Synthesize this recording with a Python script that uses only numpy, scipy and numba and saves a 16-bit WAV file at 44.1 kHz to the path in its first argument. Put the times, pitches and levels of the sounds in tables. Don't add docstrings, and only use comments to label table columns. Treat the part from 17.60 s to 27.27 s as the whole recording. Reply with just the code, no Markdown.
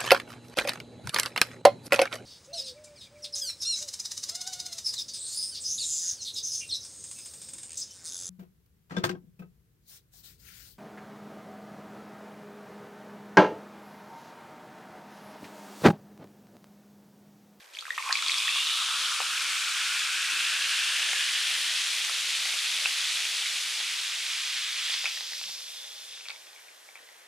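import sys
import numpy as np
from scipy import signal
from scipy.fft import rfft, irfft, next_fast_len
from scipy.io import wavfile
from scipy.ndimage import map_coordinates
from numba import njit

SR = 44100
rng = np.random.default_rng(int(sys.argv[2]) if len(sys.argv) > 2 else 0)


def undo_db(level):
    steps = np.asarray(level, float) / 20
    return 10 ** steps


def wav_record(signal):
    frames = np.transpose(np.atleast_2d(signal))
    bounded = np.clip(frames, -1, 1)
    quanta = np.round(bounded * 32767).astype(np.int16)
    wavfile.write(sys.argv[1], SR, quanta)


N = 426447

# freq_hz, density_db_per_hz
ROOM_COLOUR = [(15, -76), (25, -25), (173, -27), (399, -5.5), (567, 0), (703, -2), (895, -2), (1050, -1),
               (1380, -4.5), (1570, 3), (1950, 0.5), (2630, -23.5), (7500, -27.5), (15500, -37)]
# freq_hz, likeness_0_to_1
ROOM_LIKENESS = [(60, 0.15), (130, 0.36), (290, 0.94), (640, 0.15), (1410, 0.03), (3100, 0.25),
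                 (6820, 0.08), (15000, 0.083)]
# time_s, level_db
FOAM_LEVEL = [(0.0, -49.5), (0.19, -49.5), (0.32, -45), (0.46, -37), (0.67, -31.5), (0.86, -29.5),
              (2.39, -29.5), (3.61, -28.5), (4.31, -29), (5.49, -29), (6.44, -31), (7.33, -32), (7.62, -40),
              (8.0, -47.5), (8.56, -48.5), (8.74, -51.5), (8.86, -53.5), (9.67, -57)]
# time_s, lowest_resonance_hz, lowest_level_db, second_gain_db
AIR_SPACE = [(0, 1030, -75, 5), (.37, 1060, -57, 4), (.5, 1100, -35.5, 4), (.58, 1100, -44.5, 0.5),
             (.86, 1105, -42, 3), (.97, 1215, -45.5, 4.5), (1.3, 1260, -36.5, 2), (1.6, 1323, -38.5, 2.5),
             (2.7, 1520, -37.5, 5.5), (3.6, 1690, -36.5, 4.5), (4.6, 2010, -45.5, 1),
             (5.4, 1980, -44.5, 2.5), (6.3, 1990, -49.5, 0), (7.3, 1950, -42.5, 4.5), (7.9, 2080, -64, 4),
             (8.35, 2020, -66, 4.5), (8.8, 2130, -75, -0.5), (9.67, 2000, -64, 3.5)]
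# freq_hz, density_db_per_hz
FOAM_COLOUR = [(410, -53), (700, -23), (776, -29), (943, -30), (1290, -12.5), (2050, -11), (2490, -1),
               (2990, -4.5), (3320, -1.5), (6590, -12), (9470, -15), (15500, -37)]
# freq_hz, density_db_per_hz
MIST_COLOUR = [(3000, -13), (5500, 9.5), (8000, -3.5), (10000, 11.5), (11000, -10)]
# freq_hz, likeness_0_to_1
DRINK_LIKENESS = [(60, 0.07), (130, 0.28), (290, 1), (640, 0.7), (1410, 0.87), (3100, 0.97), (5000, 0.77),
                  (6820, 0.74), (15000, 1)]
# start_s, peak_db, pitch_hz,
# second_pitch_hz
SPLASHES = [(.005, -50, 1980, 4400), (.14, -44, 6700, 1700), (.192, -33, 3600, 3900),
            (.231, -44, 5430, 1350), (.253, -33, 1560, 1980), (.266, -35, 1570, 2450),
            (.378, -24.5, 1180, 1850), (.3825, -25.5, 2100, 2510), (.3845, -30, 3400, 2900),
            (.494, -29, 1280, 950), (.5085, -25, 1750, 1110), (.526, -16, 4280, 1920),
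            (.527, -17, 4780, 6500), (.572, -22, 3930, 3420), (.589, -27, 2170, 2520),
            (.6245, -28.5, 1320, 2300), (.706, -25, 5500, 7200), (.742, -18, 3420, 2630),
            (8.6856, -28, 3700, 4300), (8.703, -28, 3700, 4300)]
# start_s, peak_db, pitch_hz, length_ms
DROPS = [(.150, -33, 3150, 1.3), (.157, -37, 4480, 1.4), (0.17, -30, 2460, 2.3), (.188, -25, 3400, 2.3),
         (0.209, -30, 4470, 1.5), (.2235, -37, 1310, 3.9), (.28, -36, 1220, 3.3), (.305, -19, 1910, 3.4),
         (.319, -41, 1900, 4.0), (.333, -37, 1960, 5.6), (0.403, -32, 1050, 4.9), (0.425, -24, 2350, 1.5),
         (.391, -37, 1110, 8.0), (.435, -43, 1070, 9.0), (0.458, -32.5, 1025, 8.8), (0.473, -35, 1035, 9.2),
         (0.4902, -24.5, 2450, 3.6), (0.504, -27, 1540, 5.3), (.554, -19.5, 2360, 3),
         (0.624, -20, 3880, 1.0), (0.663, -18.5, 3670, 0.72), (.683, -14, 4360, .95),
         (.696, -17, 2370, 1.5), (.718, -20.5, 3800, 2.9), (.782, -20, 5040, 1.2), (.880, -18.5, 1940, 2.1),
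         (.89, -19, 2490, 3), (0.957, -30.5, 1166, 7.5), (.969, -32, 1150, 6.2)]
# start_s, peak_db
CRACKS = [(.1362, -37), (.1405, -44), (.146, -46), (.1505, -40), (.157, -41), (.1687, -36), (.1861, -32),
          (.198, -38), (.207, -37), (.215, -39), (.224, -39), (.2535, -38), (.266, -38), (.281, -40),
          (.3034, -33), (.331, -39), (.3488, -40), (0.379, -32), (.3825, -35), (.393, -36), (.404, -37),
          (.4245, -33), (.458, -34), (.49, -32), (0.5105, -26), (.526, -18), (.554, -26), (.583, -25),
          (0.623, -18), (.683, -22), (.706, -26), (.742, -20), (.783, -26), (1.603, -29), (3.532, -17),
          (4.854, -19), (5.286, -26), (7.4565, -25), (7.7324, -30), (7.8121, -33), (7.8959, -32),
          (7.988, -34), (8.006, -30), (8.526, -39), (8.533, -39), (8.576, -33), (8.6093, -36),
          (8.6852, -25), (8.702, -34), (8.7075, -31), (8.9315, -44), (8.969, -46), (9.0832, -44),
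          (9.128, -48), (9.3546, -40), (9.372, -46), (9.4883, -43)]
# start_s, peak_db, pitch_hz, low_push_db
FILLING_KNOCKS = [(.496, -36, 1390, -41), (1.307, -31, 2710, -60), (1.602, -27, 1230, -29),
                  (1.604, -29, 2710, -55), (1.616, -45, 1500, -36.5), (2.74, -29, 5660, -60),
                  (3.463, -20, 6610, -50), (3.531, -23, 2110, -36), (3.704, -32, 2670, -55),
                  (4.449, -18, 6240, -65), (4.495, -29.5, 1250, -53), (4.854, -28, 1990, -42),
                  (5.2572, -14, 2650, -35), (5.271, -40, 2380, -48), (5.858, -27, 2170, -60),
                  (6.202, -23, 3330, -44), (6.21, -26, 3400, -60)]
# start_s, peak_db, pitch_hz, low_push_db
CARRIED_KNOCKS = [(7.296, -27, 3420, -45), (7.341, -18, 4000, -45), (7.442, -23, 3400, -38),
                  (7.456, -19.5, 2400, -50), (7.462, -22, 2600, -60), (7.473, -41, 1890, -46),
                  (7.572, -34, 1840, -50), (7.608, -23, 3840, -45), (7.72, -41, 2610, -45),
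                  (7.733, -32, 1950, -56), (7.813, -32.5, 2600, -47.5), (7.8388, -29, 3160, -63),
                  (7.891, -55, 2870, -48), (8.143, -49, 2110, -54), (8.243, -33, 3700, -70),
                  (8.5265, -40, 4570, -70), (8.532, -44, 2500, -70), (8.576, -40, 5000, -70),
                  (8.609, -37, 2600, -55), (8.655, -37, 2520, -70), (8.663, -36, 2450, -70),
                  (8.696, -33, 2500, -47.5), (8.7065, -32, 2300, -60), (8.717, -43, 2600, -52),
                  (8.735, -50, 2400, -54), (8.76, -47, 2200, -64), (8.703, -30, 2500, -64),
                  (8.869, -46, 2480, -75), (8.932, -42, 4050, -75), (8.961, -45, 2280, -68),
                  (8.975, -50, 2300, -75), (8.993, -52, 2300, -75), (9.084, -45, 2400, -73),
                  (9.088, -48, 2300, -75), (9.288, -42.5, 2260, -51), (9.355, -36.5, 2340, -52),
                  (9.364, -45, 2300, -62), (9.39, -47, 1900, -62), (9.375, -46, 2540, -60),
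                  (9.488, -46, 2000, -60)]
# start_s, peak_db, pitch_hz
GLUGS = [(1.385, -55.5, 400), (1.879, -55, 500), (2.735, -54, 332), (3.9, -51, 620), (4.06, -59, 292),
         (4.13, -66, 181), (4.2, -64, 270), (4.5, -53, 480), (7.95, -64, 370), (4.65, -55, 462),
         (4.854, -62, 400), (6.209, -61, 338), (7.443, -50, 540), (7.83, -65, 150), (8.7, -54, 820),
         (8.725, -56, 800), (8.755, -55, 780), (9.42, -57, 520)]
# time_s, left_lag_samples, left_over_right_db
MUG_PLACE = [(0, 0, -0.4), (1.5, 0, 0.4), (4, 0, .3), (6, 0, .1), (7, 0.83, -0.4), (7.6, 1, -.5),
             (8.1, 2.2, -.8), (8.7, 2, 0), (9.67, 2.5, .8)]

THICKEN_S = (0.35, 0.7)
TILT_S = (0.81, 1.3)
SMOTHER_S = (1.11, 1.53)
HEAD_S = (1.5, 1.8)
STALE_S = (5.88, 7.35)
LIFT_S = (7.17, 7.91)
SETTLE_S = (7.95, 8.15)
AWAY_S = (8.56, 9.22)


def in_time(rows):
    s, *columns = np.transpose(rows)
    return [np.interp(np.arange(N) / SR, s, c) for c in columns]


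def ramp(span_s):
    return np.interp(np.arange(N) / SR, span_s, [0, 1])


def at_hz(points, hz):
    points_hz, values = np.transpose(points)
    return np.interp(np.log(hz), np.log(points_hz), values)


def rms_one(x):
    return x / np.sqrt(np.mean(x ** 2) + 1e-20)


def steep(x, hz, kind):
    return signal.sosfilt(signal.butter(4, hz, kind, fs=SR, output="sos"), x)


def drift(rate_hz):
    r = np.exp(-80 * np.pi * rate_hz / SR)
    slow = signal.lfilter([1], [1, -2 * r, r * r], rng.standard_normal(N // 40 + 2002))[2000:]
    return np.interp(np.arange(N) / 40, np.arange(len(slow)), rms_one(slow))


def pair(mid, side, alike):
    alike = np.clip(alike, 0, 1)
    return np.sqrt(1 + alike) * mid + np.sqrt(1 - alike) * side * np.array([[1], [-1]])


def bursts(per_s, spread_db):
    sizes_db = spread_db * np.minimum(rng.exponential(1, (2, N)), 4)
    sizes = undo_db(sizes_db) * rng.choice([-1, 1], (2, N))
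    born = rng.random((2, N)) < per_s / SR
    return rms_one(sizes * born / np.sqrt(per_s)) + 1e-18


def ring_bank(clicks, colour, pitches_hz, cycles, patchy_db):
    out = 0
    dealt = rng.integers(0, len(pitches_hz), N)
    together = drift(3.5)
    for k, hz in enumerate(pitches_hz):
        r = np.exp(-np.log(1000) * hz / cycles / SR)
        w = 2 * np.pi * hz / SR
        ringing = signal.lfilter([1, 0, -1], [1, -2 * r * np.cos(w), r * r], clicks * (dealt == k))
        mid, side = rms_one(ringing)
        level_db = at_hz(colour, hz) + patchy_db * (0.83 * together + drift(7.3))
        out = out + np.sqrt(hz) * undo_db(level_db) * pair(mid, side, at_hz(DRINK_LIKENESS, hz))
    return rms_one(out)


@njit
def moving_resonance(x, hz, width_hz, sr):
    out = np.zeros_like(x)
    for i in range(2, x.shape[1]):
        r = np.exp(-np.pi * width_hz[i] / sr)
        pull = 2 * r * np.cos(2 * np.pi * hz[i] / sr)
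        for c in range(2):
            drive = (1 - r * r) / 2 * (x[c, i] - x[c, i - 2])
            out[c, i] = drive + pull * out[c, i - 1] - r * r * out[c, i - 2]
    return out


def boost(x, hz, width_hz, db):
    band = moving_resonance(x, np.full(N, hz, float), np.full(N, width_hz, float), SR)
    return x + (undo_db(db) - 1) * band


def add(out, s, db, hz, ms, ring_db, ring_s, spread):
    t, at = np.arange(4000) / SR, int(s * SR)
    u = t / (ms / 2900)
    ragged = np.interp(t, np.linspace(0, t[-1], 16), rng.standard_normal(16))
    swell = u * np.exp(1 - u)
    ring = ragged * undo_db(ring_db) * np.minimum(u, 1) * np.exp(-np.log(1000) * t / ring_s)
    below, above = 1 + spread * rng.uniform(0.48, 1.36, 2) * [-1, 1]
    sides = np.sin(2 * np.pi * hz * below * t) - np.sin(2 * np.pi * hz * above * t)
    tone = np.sin(2 * np.pi * hz * t) + 0.46 * sides
    out[at:at + 4000] += (undo_db(db) * (swell + ring) * tone)[:N - at]


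def room():
    size = next_fast_len(N)
    hz = np.maximum(np.fft.rfftfreq(size, 1 / SR), 1)
    mid, side = rfft(rng.standard_normal((2, size))) * undo_db(at_hz(ROOM_COLOUR, hz))
    noise = irfft(pair(mid, side, at_hz(ROOM_LIKENESS, hz)), size)[:, :N]
    return undo_db(-58.5) * rms_one(noise)


def rumble():
    deep = steep(rng.standard_normal((2, N)), 203, "low")
    level_db = 0.5 * in_time(FOAM_LEVEL)[0] - 68.5 + 6.1 * ramp(LIFT_S) - 6.5 * ramp(AWAY_S)
    return undo_db(level_db) * rms_one(deep)


def foam_level_db():
    return in_time(FOAM_LEVEL)[0] - 7 * (1 - ramp((0.13, 0.136)))


def mug_air():
    low_hz = in_time(AIR_SPACE)[0]
    head = ramp(HEAD_S)
    bare_ratio = 2.24 + 0.22 * ramp(TILT_S)
    high_hz = low_hz * (bare_ratio * (1 - head) + 1.715 * head)
    width_hz = 209 + 0.31 * (low_hz - 1100) - 170 * ramp(LIFT_S)
    return low_hz, high_hz, width_hz


def foam(surge):
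    low_hz, high_hz, width_hz = mug_air()
    high_db = in_time(AIR_SPACE)[2]
    head, away = ramp(HEAD_S), ramp(AWAY_S)
    tilt = ramp((TILT_S[0], SMOTHER_S[0])) - ramp(SMOTHER_S)
    across_hz = 3420 + (5360 - 3420) * ramp((3, 8.1)) + 260 * tilt
    across_db = 7 * ramp(THICKEN_S) - 6 * ramp(SMOTHER_S)
    across_db = across_db + 12.5 * ramp(LIFT_S) - 5.5 * ramp(SETTLE_S) - 9.5 * away
    core_db = 5 * ramp(THICKEN_S) * (1 - ramp((1.05, 1.4)))
    valley_db = -2.5 * (1 - 0.99 * head)
    resting_db = 6 * ramp(SETTLE_S) * (1 - away)

    per_s = np.interp(np.arange(N) / SR, THICKEN_S, [3200, 17000])
    clicks = bursts(per_s, spread_db=1.0) * surge
    x = ring_bank(clicks, FOAM_COLOUR, np.geomspace(900, 10500, 18), cycles=12.2, patchy_db=0.44)
    x = boost(x, high_hz, 1.1 * width_hz, high_db)
    x = boost(x, high_hz, 120, core_db)
    x = boost(x, 1.62 * low_hz * (1 - 0.13 * head), 500, valley_db)
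    x = boost(x, across_hz, 1.45 * width_hz * (across_hz / 3500) ** 3, across_db)
    x = boost(x, 3500, 350, resting_db)
    return steep(undo_db(foam_level_db() - 1.0) * x, 10670, "low")


def air_column():
    low_hz, _, width_hz = mug_air()
    low_db = in_time(AIR_SPACE)[1]
    splash = bursts(5000, spread_db=2.5) * undo_db(0.84 * drift(25)) / np.sqrt(width_hz)
    column = moving_resonance(splash, low_hz, width_hz, SR)
    column = moving_resonance(column, low_hz, 8.8 * width_hz, SR)
    return undo_db(low_db) * rms_one(pair(column[0], column[1], 0.97))


def mist(surge, puffs):
    _, high_hz, width_hz = mug_air()
    level_db = foam_level_db() - 12 - 9 * ramp(STALE_S) + 18 * ramp(LIFT_S)
    level_db = level_db - 0.5 * ramp((SETTLE_S[1], AWAY_S[0]))
    clicks = bursts(16000, spread_db=-0.5) * surge
    x = ring_bank(clicks, MIST_COLOUR, np.geomspace(5500, 10800, 7), cycles=8.1, patchy_db=-0.15)
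    x = x + 0.74 * moving_resonance(x, 3.24 * high_hz, 2.9 * width_hz, SR)
    return undo_db(level_db) * steep(steep(x, 2300, "high"), 9550, "low") * puffs


def spray(surge, puffs):
    level_db = 0.52 * foam_level_db() - 27.5 - 1.6 * ramp(STALE_S) + 6.8 * ramp(LIFT_S)
    level_db = level_db - 5.8 * ramp((SETTLE_S[1], AWAY_S[0]))
    treble = steep(bursts(9000, spread_db=1.0) * surge, 11500, "high")
    mid, side = rms_one(treble * puffs * undo_db(0.81 * drift(5)))
    return undo_db(level_db) * signal.lfilter([0.25, 0.5, 0.25], [1], pair(mid, side, 0.43))


def fizz():
    surge = undo_db(0.17 * drift(42))
    puffs = undo_db(0.7 * drift(14))
    in_mug = steep(foam(surge) + air_column(), 883, "high")
    return in_mug, mist(surge, puffs) + spray(surge, puffs)


def drops():
    out = np.zeros(N)
    for s, db, hz, second_hz in SPLASHES:
        add(out, s, db, hz, 5200 / hz, -19, 0.06, 0.08)
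        add(out, s, db - 3, second_hz, 5200 / hz, -19, 0.06, 0.08)
    for s, db, hz, ms in DROPS:
        add(out, s, db, hz, ms, -19, 0.09, 0.06)
        add(out, s, db - 13.5, 1.9 * hz, ms, -19, 0.09, 0.06)
    return steep(out, 690, "high")


def cracks():
    tick_ms = 0.82
    out, t = np.zeros(N + 400), np.arange(400) / SR
    for s, db in CRACKS:
        at = int(s * SR)
        out[at:at + 400] += undo_db(db) * rng.standard_normal(400) * np.exp(-1000 * t / tick_ms)
    band = steep(steep(out[:N], 1100, "high"), 9540, "low")
    return signal.lfilter([0.5, 0.5], [1], band)


def gurgle():
    colour = [(240, -27), (450, 0.0), (800, 10.0)]      # freq_hz, density_db_per_hz
    clicks = bursts(1500, spread_db=-1.0)
    lumps = ring_bank(clicks, colour, np.geomspace(260, 850, 7), cycles=18.0, patchy_db=3.5)
    stale = ramp((STALE_S[0] - 0.2, STALE_S[1] - 0.3))
    level_db = -70 + 13.5 * ramp((2.64, 2.98)) - 15 * stale
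    return steep(steep(undo_db(level_db) * lumps, 236, "high"), 990, "low")


def knocks():
    out, push = np.zeros((2, N))
    for s, db, hz, push_db in FILLING_KNOCKS + CARRIED_KNOCKS:
        ms = min(2.4 * (2450 / hz) ** 2.2, 3.1)
        add(out, s, db, hz, ms, -21, 0.04, 0.07)
        add(out, s, db - 5.5 * ms, 0.58 * hz, ms, -21, 0.04, 0.09)
        add(push, s, push_db, 792, 3.9, -18, 0.04, 0.26)
        add(push, s, push_db, 1500, 1, -30, 0.02, 0.4)
    return steep(out, 690, "high") + steep(push, 400, "high")


def glugs():
    low = np.zeros(N)
    for s, db, hz in GLUGS:
        twins = rng.uniform([0, 0.8], [0.035, 1.25], (2, 2)) - [[0.0046, 0.0065], [-0.01, 0]]
        for late_s, tune in twins:
            add(low, s + late_s - 0.015, db - 4.0, tune * hz, 6200 / hz, -10, 0.08, 0.26)
    return steep(low, 140, "high")


def echoes(x):
    t = np.arange(6000) / SR
    decay = np.exp(-np.log(1000) * t / 0.22) * (t > 0.002)
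    tails = rng.standard_normal((2, 6000)) * decay
    return undo_db(-34.0) * signal.oaconvolve(x[None], tails, axes=1)[:, :N]


def scene():
    lag_samples, pan_db = in_time(MUG_PLACE)
    hits = drops() + cracks() + knocks() + glugs()
    in_mug, above_mug = fizz()
    left, right = in_mug + gurgle() + hits
    left = map_coordinates(left, [np.arange(N) - lag_samples], order=3)
    mug = np.array([left * undo_db(pan_db / 2), right * undo_db(-pan_db / 2)])
    return mug + above_mug + echoes(hits) + room() + rumble()


def roll_off(x):
    return signal.sosfilt(signal.butter(12, 15815, fs=SR, output="sos"), x)


def record(dry):
    cut = signal.sosfilt(signal.cheby2(12, 60, 16250, fs=SR, output="sos"), dry)
    return roll_off(cut)


dry = scene()
out = record(dry)
wav_record(out)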